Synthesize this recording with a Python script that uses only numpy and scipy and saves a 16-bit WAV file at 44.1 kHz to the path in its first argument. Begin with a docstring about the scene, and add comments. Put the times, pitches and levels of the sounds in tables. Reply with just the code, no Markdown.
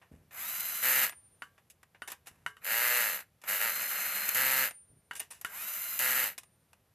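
"""A cordless driver whines and rattles close by, running four lug nuts onto an alloy car wheel.
Its motor and gears make the whine and rattle; its clutch ratchets whenever a nut resists.
Between runs the steel socket knocks on the wheel, scrapes over the next nut and rings when
pulled free. Gloves shift softly on the grip, and quiet outdoor air lies behind it all."""
import sys
import numpy as np
from scipy import signal
from scipy.fft import rfft, irfft
from scipy.io import wavfile
from scipy.ndimage import uniform_filter1d

SR = 44100
rng = np.random.default_rng(int(sys.argv[2]) if len(sys.argv) > 2 else 0)


def dump_mix(stems):
    """Bounce the given channels to the path in sys.argv[1] as a 16-bit WAV at rate SR."""
    frames = np.atleast_2d(stems).T  # one column per channel
    limited = np.clip(frames, -1, 1)  # hard clip at full scale
    pcm = np.round(limited * 32767).astype(np.int16)
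    wavfile.write(sys.argv[1], SR, pcm)


N = 306054
T = np.arange(N) / SR

# The bright tone of small steel parts: pitch_hz, level_db
STEEL_COLOUR = [(1760, -25.5), (3000, -3), (3290, -13.5), (4050, -10), (4370, -13), (4950, -9.5),
                (5490, -16), (6260, -7.5), (8010, -7), (9240, -11), (12100, 4), (13700, 2), (14200, -17.5)]
# The tone of a light tick or scrape: pitch_hz, level_db
TICK_COLOUR = [(120, -55), (200, -11), (996, 3.5), (1300, -2.5), (1830, 4.5), (2180, -3), (2850, -2),
               (3170, -13.5), (3530, -9), (4220, -17), (5230, -13), (8470, -9.5), (9260, -16), (9940, -6),
               (14200, -17)]


def driver():
    """The motor spins up and coasts down; gears and ratcheting shake the housing; steel parts sizzle."""
    # Trigger pulls: start_s, release_s, coast_s, top_speed_hz, slowing_hz_per_s, gear_db, sizzle_db,
    # whine_db, whine_tilt_db_per_octave
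    pulls = [(0.302, 1.03, 0.098, 348.2, 24, -47.5, -37.5, -46, -6.5),
             (2.602, 3.153, 0.096, 346.5, 0.5, -45, -39, -38.5, -1),
             (3.423, 4.644, 0.08, 348, 0, -43.5, -36.5, -41.5, -3.5),
             (5.461, 6.237, .13, 341.1, 3, -49.5, -40, -38.5, 4)]
    # Ratcheting bursts: the clutch slips on a resisting nut, or the socket rattles loosely as the nut
    # spins: start_s, ease_s, rise_s, fall_s, blows_hz, housing_db, sizzle_db,
    # grip (the blows' share of the housing sound, 0-1), wheel_db
    bursts = [(.82, 1.023, .012, 0.054, 129.2, -33.5, -29, .75, -60.5),
              (2.637, 2.975, 0.056, 0.15, 122.4, -32.5, -31.5, 0.82, -81),
              (3.472, 3.531, 0.011, 0.067, 104, -36.5, -33.5, 0.69, -86),
              (3.594, 3.643, 0.011, .07, 122.3, -33.5, -34.5, .88, -75),
              (3.741, 3.848, .02, .03, 67.83, -43, -54, 0.48, -69),
              (3.889, 4.303, .02, .04, 140, -42.5, -49.5, .5, -80.5),
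              (4.346, 4.622, 0.0054, 0.056, 132, -33, -31.5, 0.86, -56),
              (5.991, 6.21, .007, 0.079, 128.1, -35, -31.5, 0.73, -61)]
    # The tone of the housing when a blow hits it: pitch_hz, level_db
    housing_colour = [(150, -37), (300, -33.5), (400, -18.5), (500, -2.5), (610, -2.5), (710, -17.5),
                      (880, -4), (1060, -6.5), (1280, -5), (1600, 3.5), (1950, 3.5), (2350, -2.5),
                      (2850, -1.5), (3300, -16.5), (4500, -11.5), (9000, -62)]
    start, release, coast, top_hz, drag, gear_db, steel_db, whine_db, tilt_db = columns(pulls)
    bite, ease, rise, fall, blows_hz, burst_db, burst_steel_db, grips, wheel_db = columns(bursts)
    spin_up_s, load_slowing = .066, .01
    spin = (1 - np.exp(-since(start) / spin_up_s)) * np.clip(1 - since(release) / coast, 0, 1)
    running = spin.sum(axis=0)
    load = (1 - np.exp(-since(bite) / rise)) * np.exp(-(since(ease) / fall) ** 2)
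    load *= np.minimum(2 * running, 1)  # the ratcheting dies away below half speed
    burst_level = np.linalg.norm(undb(burst_db) * load, axis=0)
    housing_level = np.hypot(burst_level, (undb(gear_db) * spin ** 1.2).sum(axis=0))
    burst_sizzle = np.linalg.norm(undb(burst_steel_db) * load, axis=0)
    sizzle_level = np.hypot(burst_sizzle, (undb(steel_db) * spin ** 2.06).sum(axis=0))
    grip = np.clip(blend(load, grips) * burst_level / (housing_level + 1e-9), 0, .97)
    speed_hz = ((top_hz - drag * since(start)) * spin).sum(axis=0) * (1 - load_slowing * grip ** 2)
    turns = np.cumsum(speed_hz * (1 + .0011 * walk(60))) / SR
    blows, phase = ratchet(np.maximum(blend(load, blows_hz * load ** .38), 60), grip)
    # Parts shake in step with the motor, and harder just after each blow.
    shake = (1 + .1 * np.cos(2 * np.pi * turns)) * undb(.65 * walk(70))
    shake *= 1 + grip * np.exp(-phase / 1.1)
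    gears = gear_rattle(shake)
    blows = blows + .3 * signal.fftconvolve(blows, tail(.022))[:N]  # quick echo off the wheel
    housing = np.sqrt(1 - grip) * gears + np.sqrt(grip) * steady(colour(blows, housing_colour))
    sizzle = steel_sizzle(shake, grip, phase)
    growl = gear_growl(turns, running, grip)
    whine = motor_whine(turns, spin, grip, whine_db, tilt_db)
    wheel = steady(cut(cut(blows, 210, "low", order=2), 90, "high"))
    wheel *= (undb(wheel_db) * load).sum(axis=0)
    return housing_level * housing + sizzle_level * sizzle + growl + whine + wheel


def ratchet(rate_hz, grip):
    """Blows with small rebounds: balls jump the clutch teeth, or a loose socket rattles unevenly."""
    wobble = (.005 + .1 * (1 - grip) ** 2) * walk(150)
    cycles = np.cumsum(rate_hz * (1 + wobble)) / SR
    blows = np.diff(np.floor(cycles), prepend=0) * undb(.56 * walk(300))
    rebound = np.diff(np.floor(cycles - .12 + .02 * walk(200)), prepend=-1).clip(0, 1)
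    rebound *= undb(3 * walk(300))
    return unit(blows + .21 * rebound), cycles % 1


def gear_rattle(shake):
    """Thousands of tiny gear contacts a second ring the housing."""
    # The tone of the rattle: pitch_hz, level_db
    gear_colour = [(88, -42.5), (150, -34), (194, -4.5), (269, -21.5), (503, -12.5), (631, -6), (1060, -8),
                   (1420, 3), (1620, 0), (2180, 2.5), (2730, -6), (3290, -22.5), (3790, -14), (4070, -11.5),
                   (4500, -23.5), (5850, -41), (9900, -120)]
    return steady(colour(grains(7000, 1.6) * shake, gear_colour))


def steel_sizzle(shake, grip, phase):
    """Steel parts sizzle, more at each blow and again as the clutch balls land between teeth."""
    strikes = .25 * np.exp(-phase / .041) + .75 * np.exp(-((phase - .5) % 1) / .13)
    return steady(colour(grains(9000, .62) * shake * (1 + grip * strikes), STEEL_COLOUR))


def motor_whine(turns, spin, grip, whine_db, tilt_db):
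    """The motor's spinning electrical contacts whine, standing out only near full speed."""
    # Tones of the whine: times_motor_speed, level_db
    whine_tones = [(12, -12), (15, -23), (18, -13), (21, -15), (27, -21), (30, -12), (33, -13), (36, -12),
                   (39, -10), (40, -14), (42, -9)]
    level = (undb(whine_db) * spin ** 6).sum(axis=0) * (1 - .36 * grip ** 2)
    return tones(whine_tones, turns, blend(spin, tilt_db)) * level


def gear_growl(turns, running, grip):
    """The gears growl, most of all a little below full speed."""
    # Tones of the growl: times_motor_speed, level_db
    growl_tones = [(3.11, -19), (4.15, -16), (6, -17), (6.22, -17), (8.3, -14)]
    level = undb(-43) * running ** 3 * (1 + 7 * (1 - running)) * (1 - grip)
    return tones(growl_tones, turns) * level


def socket_knocks():
    """The socket bumps the wheel: a short clack, a ring of the alloy and a steel tick."""
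    # Bumps: start_s, wheel_db, tick_db, pitch_hz
    knocks = [(1.421, -42, -54, 1430), (2.02, -42, -55.5, 1435), (2.119, -52, -67, 1800),
              (2.463, -33.5, -48, 1780), (2.568, -56, -65.5, 1128), (5.111, -39, -55, 1810),
              (5.448, -34.5, -41, 1455)]
    # The tone of the clack: pitch_hz, level_db
    clack_colour = [(88, -50), (150, -13.5), (395, -16), (864, -10), (1530, 6), (1890, -15.5), (2150, -7.5),
                    (2440, -15.5), (2940, 2.5), (3390, -20), (3790, -9.5), (4130, -36), (4500, -11),
                    (5850, -49), (9900, -120)]
    # The wheel's ringing notes: pitch_hz, level_db, fade_s
    wheel_notes = [(428, -26, 0.45), (984, -4.5, 0.11), (1144, -14, .35), (1500, -3.5, .12),
                   (1596, -6.5, 0.29), (1740, -6, .13), (1880, 14, .03), (2130, -8.5, 0.12),
                   (3000, -8, .17)]
    out, t = np.zeros(N), T[:12000]
    for start_s, wheel_db, tick_db, pitch_hz in knocks:
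        clack = colour(contact(.08), clack_colour)
        clack += .5 * signal.lfilter(*signal.iirpeak(pitch_hz, 2.5, fs=SR), clack)
        ring = sum(undb(db + 2 * rng.standard_normal()) * np.sin(2 * np.pi * hz * t) * fade(t, fade_s)
                   for hz, db, fade_s in wheel_notes)
        tick = cut(colour(contact(.16), TICK_COLOUR), 3000, "high")
        add(out, start_s, strength(clack, wheel_db) + strength(ring, wheel_db - 2.5)
            + strength(tick, tick_db))
    return out


def socket_ticks():
    """The loose socket rattles and scrapes over the nut's corners, and snaps hard as it catches."""
    # Ticks and scrapes: start_s, low_part_db, high_part_db, fade_s
    ticks = [(.015, -61.5, -77, 0.2), (.309, -59.5, -64, 0.087), (1.094, -44.5, -44.5, 0.022),
             (1.123, -51.5, -68, 0.051), (1.579, -61.5, -73, 0.089), (1.7, -77, -54.5, 0.066),
             (1.83, -58.5, -62.5, .035), (1.947, -58, -80, 0.093), (2.076, -46, -44, 0.079),
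             (2.101, -53, -48, 0.089), (2.118, -48.5, -47, 0.08), (2.259, -64, -61, 0.2),
             (2.27, -54, -48.5, 0.073), (3.203, -56, -49, 0.038), (3.416, -65, -60, .05),
             (3.438, -50, -54.5, 0.051), (4.709, -50.5, -49.5, 0.028), (5.133, -56, -55, .05),
             (5.152, -56, -44.5, 0.16), (5.196, -48, -43, 0.13), (5.305, -57, -49.5, 0.23),
             (5.412, -59, -54, 0.069), (6.379, -51, -41, 0.052), (6.433, -62.5, -59, .03),
             (6.731, -60.5, -63, 0.033)]
    # Snaps onto a nut: start_s, peak_db
    catches = [(0.604, -24), (2.118, -30.5), (2.645, -27.5), (3.486, -26.5), (4.29, -16), (4.347, -19.5),
               (5.201, -29.5), (5.413, -33.5), (5.991, -15)]
    out, rise_s = np.zeros(N), .002
    for start_s, low_db, high_db, fade_s in ticks:
        tick = colour(contact(fade_s) * (1 - np.exp(-T[:12000] / rise_s)), TICK_COLOUR)
        add(out, start_s, strength(cut(tick, 4350, "low"), low_db))
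        add(out, start_s, strength(cut(tick, 3140, "high"), high_db))
    for start_s, peak_db in catches:
        snap = colour(rng.standard_normal(1000) * fade(T[:1000], fade_s=.026), STEEL_COLOUR)
        add(out, start_s, snap / np.abs(snap).max() * undb(peak_db))
    return out


def socket_ring():
    """The steel tube rings on two close, high notes until it touches something."""
    # Rings: start_s, level_db, free_for_s
    rings = [(1.1, -51.5, .32), (2.02, -59, .06), (4.69, -49.5, 0.13), (4.746, -55.5, 0.37),
             (5.17, -54, .025), (5.196, -34, 0.0048), (5.309, -47, .015), (6.381, -65, 0.45)]
    pitch_hz, beat_hz = 9249, 12.5
    out, t = np.zeros(N), T[:SR]
    pair = np.sin(2 * np.pi * pitch_hz * t) + .53 * np.sin(2 * np.pi * (pitch_hz + beat_hz) * t)
    for start_s, db, free_s in rings:
        muffle = fade(np.maximum(t - free_s, 0), .034)
        add(out, start_s, undb(db) * pair * fade(t, fade_s=.92) * muffle)
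    return out


def gloves():
    """Leather shifts on the grip with soft thuds and a faint rustle."""
    # Hand movements: start_s, thud_db, rustle_db, fade_s
    moves = [(0.112, -50.5, -67.5, 0.52), (2.3, -64.5, -67.5, 0.75), (4.893, -60, -97.5, .45)]
    # The dull tone of a thud: pitch_hz, level_db
    thud_colour = [(20, -36), (40, -3), (150, 0), (250, -12), (450, -13), (900, -32.5), (2000, -65)]
    start, thud_db, rustle_db, fade_s = columns(moves)
    shift = (1 - np.exp(-since(start) / .0041)) * np.exp(-np.log(1000) * since(start) / fade_s)
    thud = unit(colour(grains(400, 1.1), thud_colour)) * undb(thud_db)
    rustle = unit(colour(grains(3600, 3), TICK_COLOUR)) * undb(rustle_db)
    return ((thud + rustle) * shift).sum(axis=0)


def scatter(x):
    """Spokes and bodywork scatter the treble: a hiss that follows the level of the direct treble."""
    power = np.maximum(uniform_filter1d(cut(x, 4000, "high") ** 2, size=60), 0)
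    hiss = unit(colour(rng.standard_normal(N), STEEL_COLOUR))
    return cut(np.sqrt(power) * hiss, 5100, "high", order=12)


def outdoors():
    """Quiet open air with a faint distant hum."""
    # The tone of the air: pitch_hz, level_db
    air_colour = [(15, -40), (25, -25), (45, -3), (80, 7.5), (160, 4), (300, -8.5), (500, -5.5),
                  (1000, -11.5), (2100, -14.5), (4000, -19.5), (8000, -23), (12500, -15.5), (14200, -28)]
    sway_db = .8 * walk(4)
    air = unit(colour(rng.standard_normal(N), air_colour))
    hum = np.sin(2 * np.pi * 360.7 * T)
    return undb(-71 + sway_db) * air + undb(-97 + sway_db) * hum


def tones(table, turns, tilt_db=0):
    """Wavering tones at multiples of the motor speed; a positive tilt favours the high ones."""
    middle = np.median([k for k, _ in table])
    return sum(undb(db + tilt_db * np.log2(k / middle) + 1.8 * walk(22))
               * np.sin(2 * np.pi * k * turns + .3 * walk(120)) for k, db in table)


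def contact(fade_s, size=12000):
    """A sharp first touch, then a dying chatter of tiny hits."""
    shape = fade(T[:size], fade_s) + 5.2 * fade(T[:size], .0035)
    return rng.standard_normal(size) * shape * np.exp(.58 * rng.standard_normal(size))


def grains(per_s, spread_db):
    """Tiny random clicks of differing size."""
    clicks = (rng.random(N) < per_s / SR) * rng.standard_normal(N)
    return unit(clicks * undb(spread_db * np.minimum(rng.exponential(size=N), 4)))


def tail(fade_s, size=16000):
    """Dense, dying echoes."""
    echoes = rng.standard_normal(size) * fade(T[:size], fade_s)
    return echoes / np.linalg.norm(echoes)


def colour(x, points):
    """Shape the tone along a curve of (pitch_hz, level_db) points."""
    hz, db = np.transpose(points)
    grid = np.fft.rfftfreq(4096, 1 / SR) + 1
    cepstrum = irfft(np.log(undb(np.interp(np.log(grid), np.log(hz), db))))
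    # This fold makes the filter ring after a hit, never before it.
    half = len(cepstrum) // 2
    cepstrum[1:half] *= 2
    cepstrum[half + 1:] = 0
    return signal.fftconvolve(x, irfft(np.exp(rfft(cepstrum))))[:len(x)]


def cut(x, hz, keep, order=4):
    """Keep the "low" or "high" side of a pitch."""
    return signal.sosfilt(signal.butter(order, hz, keep, fs=SR, output="sos"), x)


def walk(rate_hz):
    """A smooth random wander, about 1 in size."""
    knots = rng.standard_normal(N // 20)
    return unit(uniform_filter1d(np.interp(T * rate_hz, np.arange(len(knots)), knots), size=40))


def fade(t, fade_s):
    """Die away by 60 dB in fade_s seconds."""
    return np.exp(-np.log(1000) * t / fade_s)


def steady(x):
    """Even out the level over about a tenth of a second."""
    power = np.maximum(uniform_filter1d(x ** 2, size=4000), 0)
    return x / np.sqrt(power + 1e-4 * np.mean(x ** 2))


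def strength(x, db):
    """Set the level of the first 10 ms."""
    return x * undb(db) / np.sqrt(np.mean(x[:440] ** 2))


def undb(db):
    """Decibels to gain."""
    return 10 ** (np.asarray(db) / 20)


def unit(x):
    """Scale to an average (rms) level of 1."""
    return x / np.sqrt(np.mean(x ** 2) + 1e-20)


def add(out, start_s, x):
    """Mix a sound in at its start time."""
    i = int(start_s * SR)
    out[i:i + len(x)] += x[:N - i]


def columns(table):
    """Split a table into columns, one row per event."""
    return np.transpose(table)[:, :, None]


def since(start_s):
    """Seconds since the start, zero before it."""
    return np.maximum(T - start_s, 0)


def blend(weights, values):
    """At each moment, average the values of the events that are sounding."""
    return (weights * values).sum(axis=0) / (weights.sum(axis=0) + 1e-12)


def scene():
    """Car body and asphalt add a short echo; only the treble differs between left and right."""
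    near = driver() + socket_knocks() + socket_ticks() + gloves()
    echo = signal.fftconvolve(cut(near, 7000, "low", order=1), tail(.18))[:N]
    mid = near + undb(-11) * echo + outdoors()
    side = undb(-5.8) * scatter(mid)
    return socket_ring() + np.array([mid + side, mid - side])


def record(dry):
    """Thin the deep bass and cut the highest treble steeply."""
    treble_cut = signal.ellip(12, .2, 80, 14300, fs=SR, output="sos")
    return signal.sosfilt(treble_cut, cut(dry, 38, "high", order=2))


dry = scene()
out = record(dry)
dump_mix(out)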